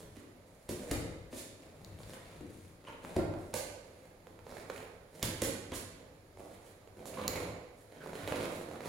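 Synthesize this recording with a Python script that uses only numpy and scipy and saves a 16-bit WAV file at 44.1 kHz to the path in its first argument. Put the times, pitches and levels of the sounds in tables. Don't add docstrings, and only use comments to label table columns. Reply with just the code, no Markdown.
import sys
import numpy as np
from scipy import signal
from scipy.fft import rfft, irfft, next_fast_len
from scipy.io import wavfile
from scipy.ndimage import uniform_filter1d, map_coordinates

SR = 44100
rng = np.random.default_rng(int(sys.argv[2]) if len(sys.argv) > 2 else 0)


def pcm_store(signal):
    levels = np.round(np.clip(np.atleast_2d(signal), -1, 1) * 32767)
    wavfile.write(sys.argv[1], SR, levels.astype(np.int16).T)


N = 391608

# (frequency [Hz], width before damping [Hz], relative level [dB])
BOOM_MODES = [(191, 23, -5), (246.6, 37.4, -1.5), (303.5, 42.6, -0.5), (360, 48, -0.5), (444, 57, -9.5)]
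# (frequency [Hz], width before damping [Hz], relative level [dB])
HOLLOW_MODES = [(487.3, 37, -1), (560, 63, -1), (625.5, 72, -4), (910, 243, -16)]
# (frequency [Hz], relative level [dB])
RASP_SPECTRUM = [(300, -24.5), (700, -9), (1000, 6), (1500, -6), (2300, 2), (2900, -5), (4200, -1.5),
                 (5400, -10), (7000, -9), (12000, -35.5)]
# (frequency [Hz], relative level [dB])
HISS_SPECTRUM = [(500, -35), (1500, -7), (3000, -2.5), (4500, 1), (5700, -1.5), (7200, 1), (8600, -0.5),
                 (9700, -1), (10600, 1.5), (12000, -5.5), (14000, -10), (16000, -13.5)]
# (frequency [Hz], relative level [dB])
THUMP_SPECTRUM = [(15, -27), (35, -9.5), (60, -4), (78, -6), (98, 4), (128, -7.5), (165, -0.5),
                  (260, -22.5), (600, -57), (2000, -71)]


def bumps():
    bump_table = [(.165, -65, -51, -67, 0.83, -60, -66, -3), (.237, -69, -54.5, -71, 1.1, -65, -74, 3),
                  (.69, -44, -39, -42.5, 0.99, -50.5, -43.5, 0), (.912, -33.5, -35, -37, 0.94, -39, -35, 2),
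                  (1.327, -55, -45, -47, 1.07, -52.5, -69, 2.5),
                  (2.407, -54, -44.5, -48.5, 0.778, -60, -63, 3), (2.465, -61, -60, -67, 0.8, -70, -66, 3),
                  (3.163, -33, -30, -33, 1.06, -44, -46.5, 1),
                  (3.539, -46, -46.5, -35.5, 1.002, -43, -36.5, -2.5),
                  (5.228, -36.5, -41, -42, 1, -38, -35.5, -1.5),
                  (5.418, -40, -35.5, -35, 0.93, -39, -33, -2),
                  (5.718, -45.5, -43.5, -45, 1.03, -45.5, -53, -1),
                  (8.234, -46, -57, -56, 0.76, -64, -70, -1)]
    # (frequency [Hz], relative level [dB])
    slap_spectrum = [(200, 1), (700, -5), (1200, 1.5), (2300, 5), (3000, 0.5), (4200, -3), (6000, -6.5),
                     (14000, -48)]
    out = np.zeros((2, N))
    t = np.arange(SR // 6) / SR
    lead = np.arange(SR // 80) / SR
    for s, thump_db, boom_db, ring_db, pitch, slap_db, treble_db, pan_db in bump_table:
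        brush_noise = unit(colour(rng.standard_normal(len(lead)), slap_spectrum))
        brush = amp(slap_db - 10.0) * brush_noise * lead / lead[-1]
        thump = amp(thump_db) * burst(colour(np.exp(-t / 0.00061), THUMP_SPECTRUM))
        boom = amp(boom_db + 0.2) * ring(t, BOOM_MODES, damping=0.82)
        hollow = amp(ring_db - 1.0) * ring(t * pitch, HOLLOW_MODES, damping=1.0)
        slap_noise = puff(t, life=0.003, rise=0.0032)
        slap = amp(slap_db - 5.0) * burst(colour(slap_noise, slap_spectrum))
        treble_noise = puff(t, life=0.0028, rise=0.0013)
        treble = amp(treble_db - 5.5) * burst(colour(treble_noise, HISS_SPECTRUM))
        blow = thump + boom + hollow + slap + treble
        add(out, s - lead[-1], np.r_[brush, blow], pan_db, wet_db=2.5)
    return out


def ring(t, modes, damping):
    detune = 0.02
    strength_spread_db = 1.95
    chance = rng.standard_normal((len(modes), 2))
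    total = np.zeros(len(t))
    for k, ((hz, width, db), (a, b)) in enumerate(zip(modes, chance)):
        level = (-1) ** k * amp(db + strength_spread_db * a) * width
        decay = np.exp(-np.pi * width * damping * t)
        total += level * decay * np.sin(2 * np.pi * hz * (1 + detune * b) * t)
    return burst(total)


def puff(t, life, rise):
    noise = rng.standard_normal(len(t)) * np.exp(-t / life) * (1 - np.exp(-t / rise))
    z = rfft(noise)
    even = irfft(z / (np.abs(z) + 1e-9), len(t))
    return even * np.exp(-t / (4 * life)) * (1 - np.exp(-2 * t / rise))


def rubbing():
    # (time [s], hold [s], hollow creak [dB], rasp [dB], hiss [dB]), before trims
    stroke_table = [(0.0, 0.013, -48.5, -54, -55.5), (0.154, 0.046, -66, -63.5, -65.5),
                    (0.473, 0.24, -67.5, -84, -71.5), (0.79, 0.13, -49, -57, -56.5),
                    (1.6, 0.07, -56.5, -63, -69), (1.773, 0.18, -57, -64, -69),
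                    (2.008, 0.15, -54, -57, -59.5), (2.207, 0.18, -57, -59, -65.5),
                    (2.506, 0.18, -66, -66.5, -65), (2.876, .035, -49, -51, -65),
                    (3.048, 0.13, -49.5, -56, -60.5), (3.374, 0.14, -55, -67, -65.5),
                    (3.844, 0.22, -60.5, -68, -72), (4.268, 0.046, -55, -67, -72),
                    (4.495, 0.12, -48.5, -54, -60), (4.703, 0.13, -52.5, -56.5, -61),
                    (5.156, 0.14, -52, -61, -61), (5.99, 0.079, -57, -68, -85),
                    (6.403, 0.092, -49, -65, -65.5), (6.498, 0.048, -64, -61.5, -64.5),
                    (6.65, 0.045, -70, -63, -64), (6.98, 0.16, -48, -61.5, -67),
                    (7.166, 0.13, -41, -48.5, -58.5), (7.298, 0.123, -40.5, -45.5, -54),
                    (7.404, 0.093, -48, -61, -63), (7.788, 0.032, -68, -78, -66.5),
                    (7.912, 0.12, -53, -60.5, -70.5), (8.025, 0.15, -48, -54, -62.5),
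                    (8.14, 0.15, -47.5, -50.5, -58), (8.287, 0.16, -38, -44, -52.5),
                    (8.477, 0.15, -48, -57, -57.5), (8.688, 0.082, -46.5, -56, -62.5),
                    (8.866, 0.034, -39, -43, -51)]
    # (hollow creak [dB], rasp [dB], hiss [dB]), before trims
    resting_db = (-66.5, -75.5, -84.5)
    # (time [s], left over right [dB])
    place = [(0, 0), (3, 3.5), (3.8, -1), (6, -1.5), (7.3, -1.5), (8.8, -1.5)]
    # (frequency [Hz], relative level [dB])
    creak_spectrum = [(40, -43.5), (80, -7), (100, -4), (130, -7.5), (170, -4), (220, -6), (290, -2.5),
                      (400, -3.5), (520, 0.5), (650, -5), (800, -11.5), (1200, -19.5), (2500, -43.5),
                      (6000, -85)]
    grip_s, release_s = 0.031, 0.022
    catch_db, catches_per_s = 2.5, 70

    drive = amp(resting_db)[:, None] * np.ones(N)
    for s, hold, *levels_db in stroke_table:
        stroke = amp(levels_db)[:, None] * swell(s, hold, grip_s, release_s)
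        drive = np.maximum(drive, stroke)
    drive = drive * unit(amp(catch_db * wobble(catches_per_s)))
    creak_drive, rasp_drive, hiss_drive = drive

    pushes = slips(rate=240, scatter_db=4)
    creak = amp(-6.0) * creak_drive * unit(colour(pushes, creak_spectrum))
    scrape = unit(colour(unit(pushes) + 0.54 * rng.standard_normal(N), RASP_SPECTRUM))
    rough = scrape + 1.02 * crackle(pushes, hz=1710, spread=0.56)
    rasp = amp(-7.0) * rasp_drive * unit(rough)
    grit = 0.95 * unit(pushes) + rng.standard_normal(N)
    hiss = amp(-5.5) * hiss_drive * unit(colour(grit, HISS_SPECTRUM))

    rub = creak + rasp + hiss
    pan_db = curves(place)[0]
    out = np.zeros((2, N))
    for start in range(0, N, SR // 3):
        add(out, start / SR, rub[start:start + SR // 3], pan_db[start], wet_db=1.72)
    return out


def slips(rate, scatter_db):
    speed = rate * np.exp(.5 * wobble(14))
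    fired = rng.random(N) < speed / SR
    sizes = amp(scatter_db * np.clip(rng.standard_normal(N), -2, 2))
    pushes = fired * sizes * rng.choice([-1, 1], N)
    local_power = np.abs(uniform_filter1d(pushes ** 2, size=3000))
    return pushes / np.sqrt(local_power + 1e-6)


def crackle(pushes, hz, spread, size=256):
    at = np.flatnonzero(pushes)[:, None]
    k = np.arange(size)
    pitch = hz * np.exp(spread * np.clip(rng.standard_normal(N), -2, 2))[at]
    grains = pushes[at] * np.sqrt(pitch) * chatter(pitch * k / SR)
    return unit(np.bincount((at + k).ravel(), grains.ravel(), N + size)[:N])


def chatter(cycles):
    return cycles * np.exp(-cycles / 0.61) * np.sin(2 * np.pi * cycles)


def snaps():
    # (time [s], hollow ring [dB], click before trim [dB], click pitch [Hz], left over right [dB])
    snap_table = [(1.809, -57, -74, 2190, 3), (1.847, -77, -52.5, 4700, 10), (2.003, -51.5, -66, 1650, 3),
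                  (3.049, -46, -56, 2800, 2), (3.339, -49, -58, 1690, -10), (4.27, -56.5, -63, 3310, -5),
                  (4.391, -57, -61, 2720, -2), (4.467, -48, -55, 1470, -2), (4.523, -49.5, -68, 1870, -5),
                  (4.569, -46, -49, 1700, -4), (4.581, -56, -54, 1640, 2), (4.699, -38, -40.5, 1370, -2),
                  (4.761, -71, -52.5, 2380, -7), (4.779, -59.5, -52, 3190, 0), (4.803, -48, -55, 1410, -4),
                  (4.828, -55, -56, 2440, -2), (5.228, -72, -31, 4400, 0), (6.373, -55.5, -63, 1340, -1),
                  (6.875, -55.5, -64, 2500, -5), (7.056, -51, -55, 6300, -5),
                  (7.2793, -50, -30, 5700, -1.5), (7.357, -47, -48.5, 2010, -13),
                  (8.061, -44.5, -59, 1700, -4), (8.132, -42.5, -50, 1960, 2), (8.276, -44.5, -45, 3480, 0),
                  (8.323, -37, -45.5, 1980, -4), (8.456, -43, -47, 2750, -4), (8.612, -45, -61, 2120, 1),
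                  (8.713, -47, -55, 2360, -4), (8.757, -49, -53, 1860, -1), (8.806, -44.5, -48, 1860, -1)]
    # (frequency [Hz], relative level [dB])
    crack_spectrum = [(300, -4), (1000, -34), (2500, -7.5), (4000, 8.5), (5600, -7.5), (6900, 10),
                      (9000, -11), (11500, 2.5), (16000, -4)]
    out = np.zeros((2, N))
    t = np.arange(SR // 16) / SR
    for s, ring_db, click_db, hz, pan_db in snap_table:
        crack = burst(colour(puff(t, life=.0009, rise=.0004), crack_spectrum))
        scrape = burst(colour(puff(t, life=0.0023, rise=0.0013), RASP_SPECTRUM))
        click = burst(burst(chatter(t * hz)) + 0.54 * scrape + (hz / 4200) ** 2 * crack)
        hollow_ring = ring(t, HOLLOW_MODES, damping=4.5)
        hollow = burst(hollow_ring + 0.35 * ring(t, BOOM_MODES, damping=2.6))
        snap = amp(click_db - 3.5) * click + amp(ring_db) * hollow
        add(out, s, snap, pan_db, wet_db=-3.5)
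    return out


def skids(count=3):
    # (time [s], length [s], level before trim [dB], left over right [dB])
    skid_table = [(0.685, 0.046, -47, -2), (0.912, 0.037, -50, 3), (1.303, 0.11, -52.5, 3),
                  (1.357, 0.056, -46.5, 0), (3.543, 0.048, -41, -2.5), (5.228, 0.04, -40.5, -5),
                  (5.423, 0.04, -37, -2), (5.73, 0.046, -42.5, -2.5), (7.053, 0.039, -49, -3),
                  (7.282, 0.033, -62, -2)]
    out = np.zeros((2, N))
    for s, length, db, pan_db in skid_table:
        u = np.linspace(0, 1, int(length * SR))
        grit = rng.standard_normal(len(u)) * amp(1.1 * rng.standard_normal(len(u)))
        hiss = amp(db - 5.5) * unit(colour(grit, HISS_SPECTRUM)) * np.sin(np.pi * u)
        for k, piece in enumerate(np.array_split(hiss, count)):
            add(out, s + k * length / count, piece, pan_db, wet_db=4.5)
    return out


def squeaks():
    # (time [s], length [s], middle pitch [Hz], level before fades [dB], roughness [0-1])
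    squeak_table = [(2.866, 0.022, 2970, -54.5, .06), (2.871, 0.015, 983, -49.5, 0.21),
                    (2.89, 0.019, 925, -51, .06), (3.185, 0.023, 1510, -50, .15),
                    (5.716, 0.033, 1160, -49.5, 0.25), (5.718, .033, 3254, -51.5, 0.1),
                    (7.171, 0.0087, 1020, -41.5, 0.13), (7.179, .029, 1077, -44, 0.2),
                    (7.35, 0.044, 2200, -50, 0.12), (8.003, 0.032, 1484, -55, 0.13)]
    out = np.zeros((2, N))
    for s, length, hz, db, rough in squeak_table:
        u = np.linspace(0, 1, int(length * SR))
        waver = unit(uniform_filter1d(rng.standard_normal(len(u)), size=40))
        phase = 2 * np.pi * np.cumsum(hz * (1 + rough * waver)) / SR
        tone = np.sin(phase) + 0.11 * np.sin(2 * phase) + 0.16 * np.sin(3 * phase)
        add(out, s, amp(db) * unit(tone) * np.sin(np.pi * u), pan_db=-1.0, wet_db=-2.5)
    return out


def sway():
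    # (time [s], hold [s], level before trim [dB])
    shove_table = [(0.0, 0.15, -55.5), (.93, .17, -47), (1.824, 0.29, -49), (2.266, 0.47, -55),
                   (3.2, 0.1, -47), (5.4, 0.18, -58), (7.263, 0.27, -47), (8.287, 0.15, -48)]
    build_s, settle_s = 0.047, 0.052
    rest_db = -65.5
    shoves = [amp(db) * swell(s, hold, build_s, settle_s) for s, hold, db in shove_table]
    rocking = np.hypot(np.max(shoves, axis=0), amp(rest_db))
    noise = filtered(rng.standard_normal((2, N)), lambda hz: amp(along(THUMP_SPECTRUM, hz)))
    return amp(-3.5) * rocking * unit(diffuse(noise))


def air():
    # (frequency [Hz], relative level [dB])
    air_spectrum = [(13, -33), (22, 2.5), (95, 1.5), (211, -6.5), (554, -3), (792, -10), (1410, -16),
                    (2200, -17), (2820, -22.5), (4380, -21.5), (5930, -27), (7000, -24.5), (7810, -31),
                    (10900, -25), (16000, -38)]
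    # (frequency [Hz], level [dB])
    hum_tones = [(98, -71.5), (163, -84.5)]
    noise = filtered(rng.standard_normal((2, N)), lambda hz: amp(along(air_spectrum, hz)))
    noise = unit(diffuse(noise))
    t = np.arange(N) / SR
    hum = np.zeros(N)
    for hz, db in hum_tones:
        tone = np.sin(2 * np.pi * hz * t + 1.16 * wobble(6.4))
        hum += amp(db) * unit(tone * amp(1.7 * wobble(7)))
    return amp(-61.0) * noise + hum


def hall(x, wet_db, gap=0.0005, build=0.0032):
    # (frequency [Hz], time [s])
    fade_times = [(80, 1.05), (210, 0.93), (560, 1.08), (1470, 0.96), (3880, 0.86), (10200, 0.54),
                  (16000, 0.33)]
    # (frequency [Hz], level [dB])
    wet_levels = [(100, 3.5), (500, 2.5), (1500, 7), (5000, 1), (12000, 1.5)]
    hz, t, z = signal.stft(rng.standard_normal((2, SR * 3 // 4)), SR, nperseg=256)
    t60 = along(fade_times, hz)[:, None]
    energy = np.sqrt(2 * np.log(1000) / (t60 * SR))
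    level = energy * amp(along(wet_levels, hz) + wet_db)[:, None]
    fade = np.exp(-np.log(1000) * t / t60)
    tail = signal.istft(z * level * fade, SR, nperseg=256)[1]
    late = np.maximum(np.arange(tail.shape[1]) / SR - gap, 0)
    answer = diffuse(tail) * (1 - np.exp(-late / build))
    answer[:, 0] += 1
    return signal.fftconvolve(x[None], answer, axes=1)


def diffuse(pair):
    # (frequency [Hz], likeness [0-1])
    likeness = [(60, 1), (150, 0.99), (300, 0.85), (550, 0.71), (1000, 0.18), (2000, 0), (12000, 0)]
    turn = lambda hz: np.arccos(np.clip(along(likeness, hz), -1, 1)) / 2
    mid, side = filtered(pair, lambda hz: np.array([np.cos(turn(hz)), np.sin(turn(hz))]))
    return np.array([mid + side, mid - side])


def add(out, s, x, pan_db, wet_db):
    start = max(round(s * SR), 0)
    heard = (sides(pan_db) * hall(x, wet_db))[:, :N - start]
    out[:, start:start + heard.shape[1]] += heard


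def sides(pan_db):
    return amp(np.array([[.5], [-.5]]) * pan_db)


def swell(s, hold, attack, release):
    t = np.arange(N) / SR - s
    return np.exp(np.minimum(t, 0) / attack - np.maximum(t - hold, 0) / release)


def wobble(rate):
    return map_coordinates(rng.standard_normal(int(N * rate / SR) + 4), [np.arange(N) * rate / SR])


def colour(x, spectrum, size=4096):
    cepstrum = irfft(np.log(amp(along(spectrum, np.fft.rfftfreq(size, 1 / SR)))))
    fold = np.r_[1, np.full(size // 2 - 1, 2), np.zeros(size // 2)]
    response = irfft(np.exp(rfft(cepstrum * fold)))
    return signal.fftconvolve(x, response)[:len(x)]


def filtered(x, response):
    n = x.shape[-1]
    m = next_fast_len(n + 8192, True)
    return irfft(rfft(x, m) * response(np.fft.rfftfreq(m, 1 / SR)), m)[..., :n]


def along(points, hz):
    f, v = np.transpose(points)
    return np.interp(np.log(hz + 1), np.log(f + 1), v)


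def curves(rows):
    s, *cols = np.transpose(rows)
    return np.array([np.interp(np.arange(N) / SR, s, c) for c in cols])


def amp(db):
    return 10 ** (np.asarray(db) / 20)


def unit(x):
    return x / np.sqrt(np.mean(x ** 2) + 1e-20)


def burst(x):
    return x * np.sqrt(SR / 100 / (np.sum(x ** 2) + 1e-20))


def scene():
    return bumps() + snaps() + skids() + squeaks() + rubbing() + sway() + air()


def record(dry):
    # (frequency [Hz], left over right [dB])
    lean = [(50, 3.5), (130, 2.5), (300, 0), (700, -4), (3000, -1.5), (12000, -7.5)]
    # (frequency [Hz], width [Hz], left [dB], right [dB])
    ports = [(2150, 270, -4.5, 2.5), (4100, 630, 1.5, -1), (5400, 500, -0.5, 0.5), (6950, 340, 2, 3),
             (8750, 700, 8, -2), (10920, 310, -5, 4), (12700, 1100, -3, 1.5), (15600, 610, -1, 4.5)]
    top_hz = 15900

    def response(hz):
        ports_db = np.zeros((2, len(hz)))
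        for centre, width, *db in ports:
            ports_db += np.outer(db, np.exp(-((hz - centre) / width) ** 2))
        return sides(along(lean, hz)) * amp(ports_db) * (hz < top_hz)

    return filtered(dry, response)


dry = scene()
out = record(dry)
pcm_store(out)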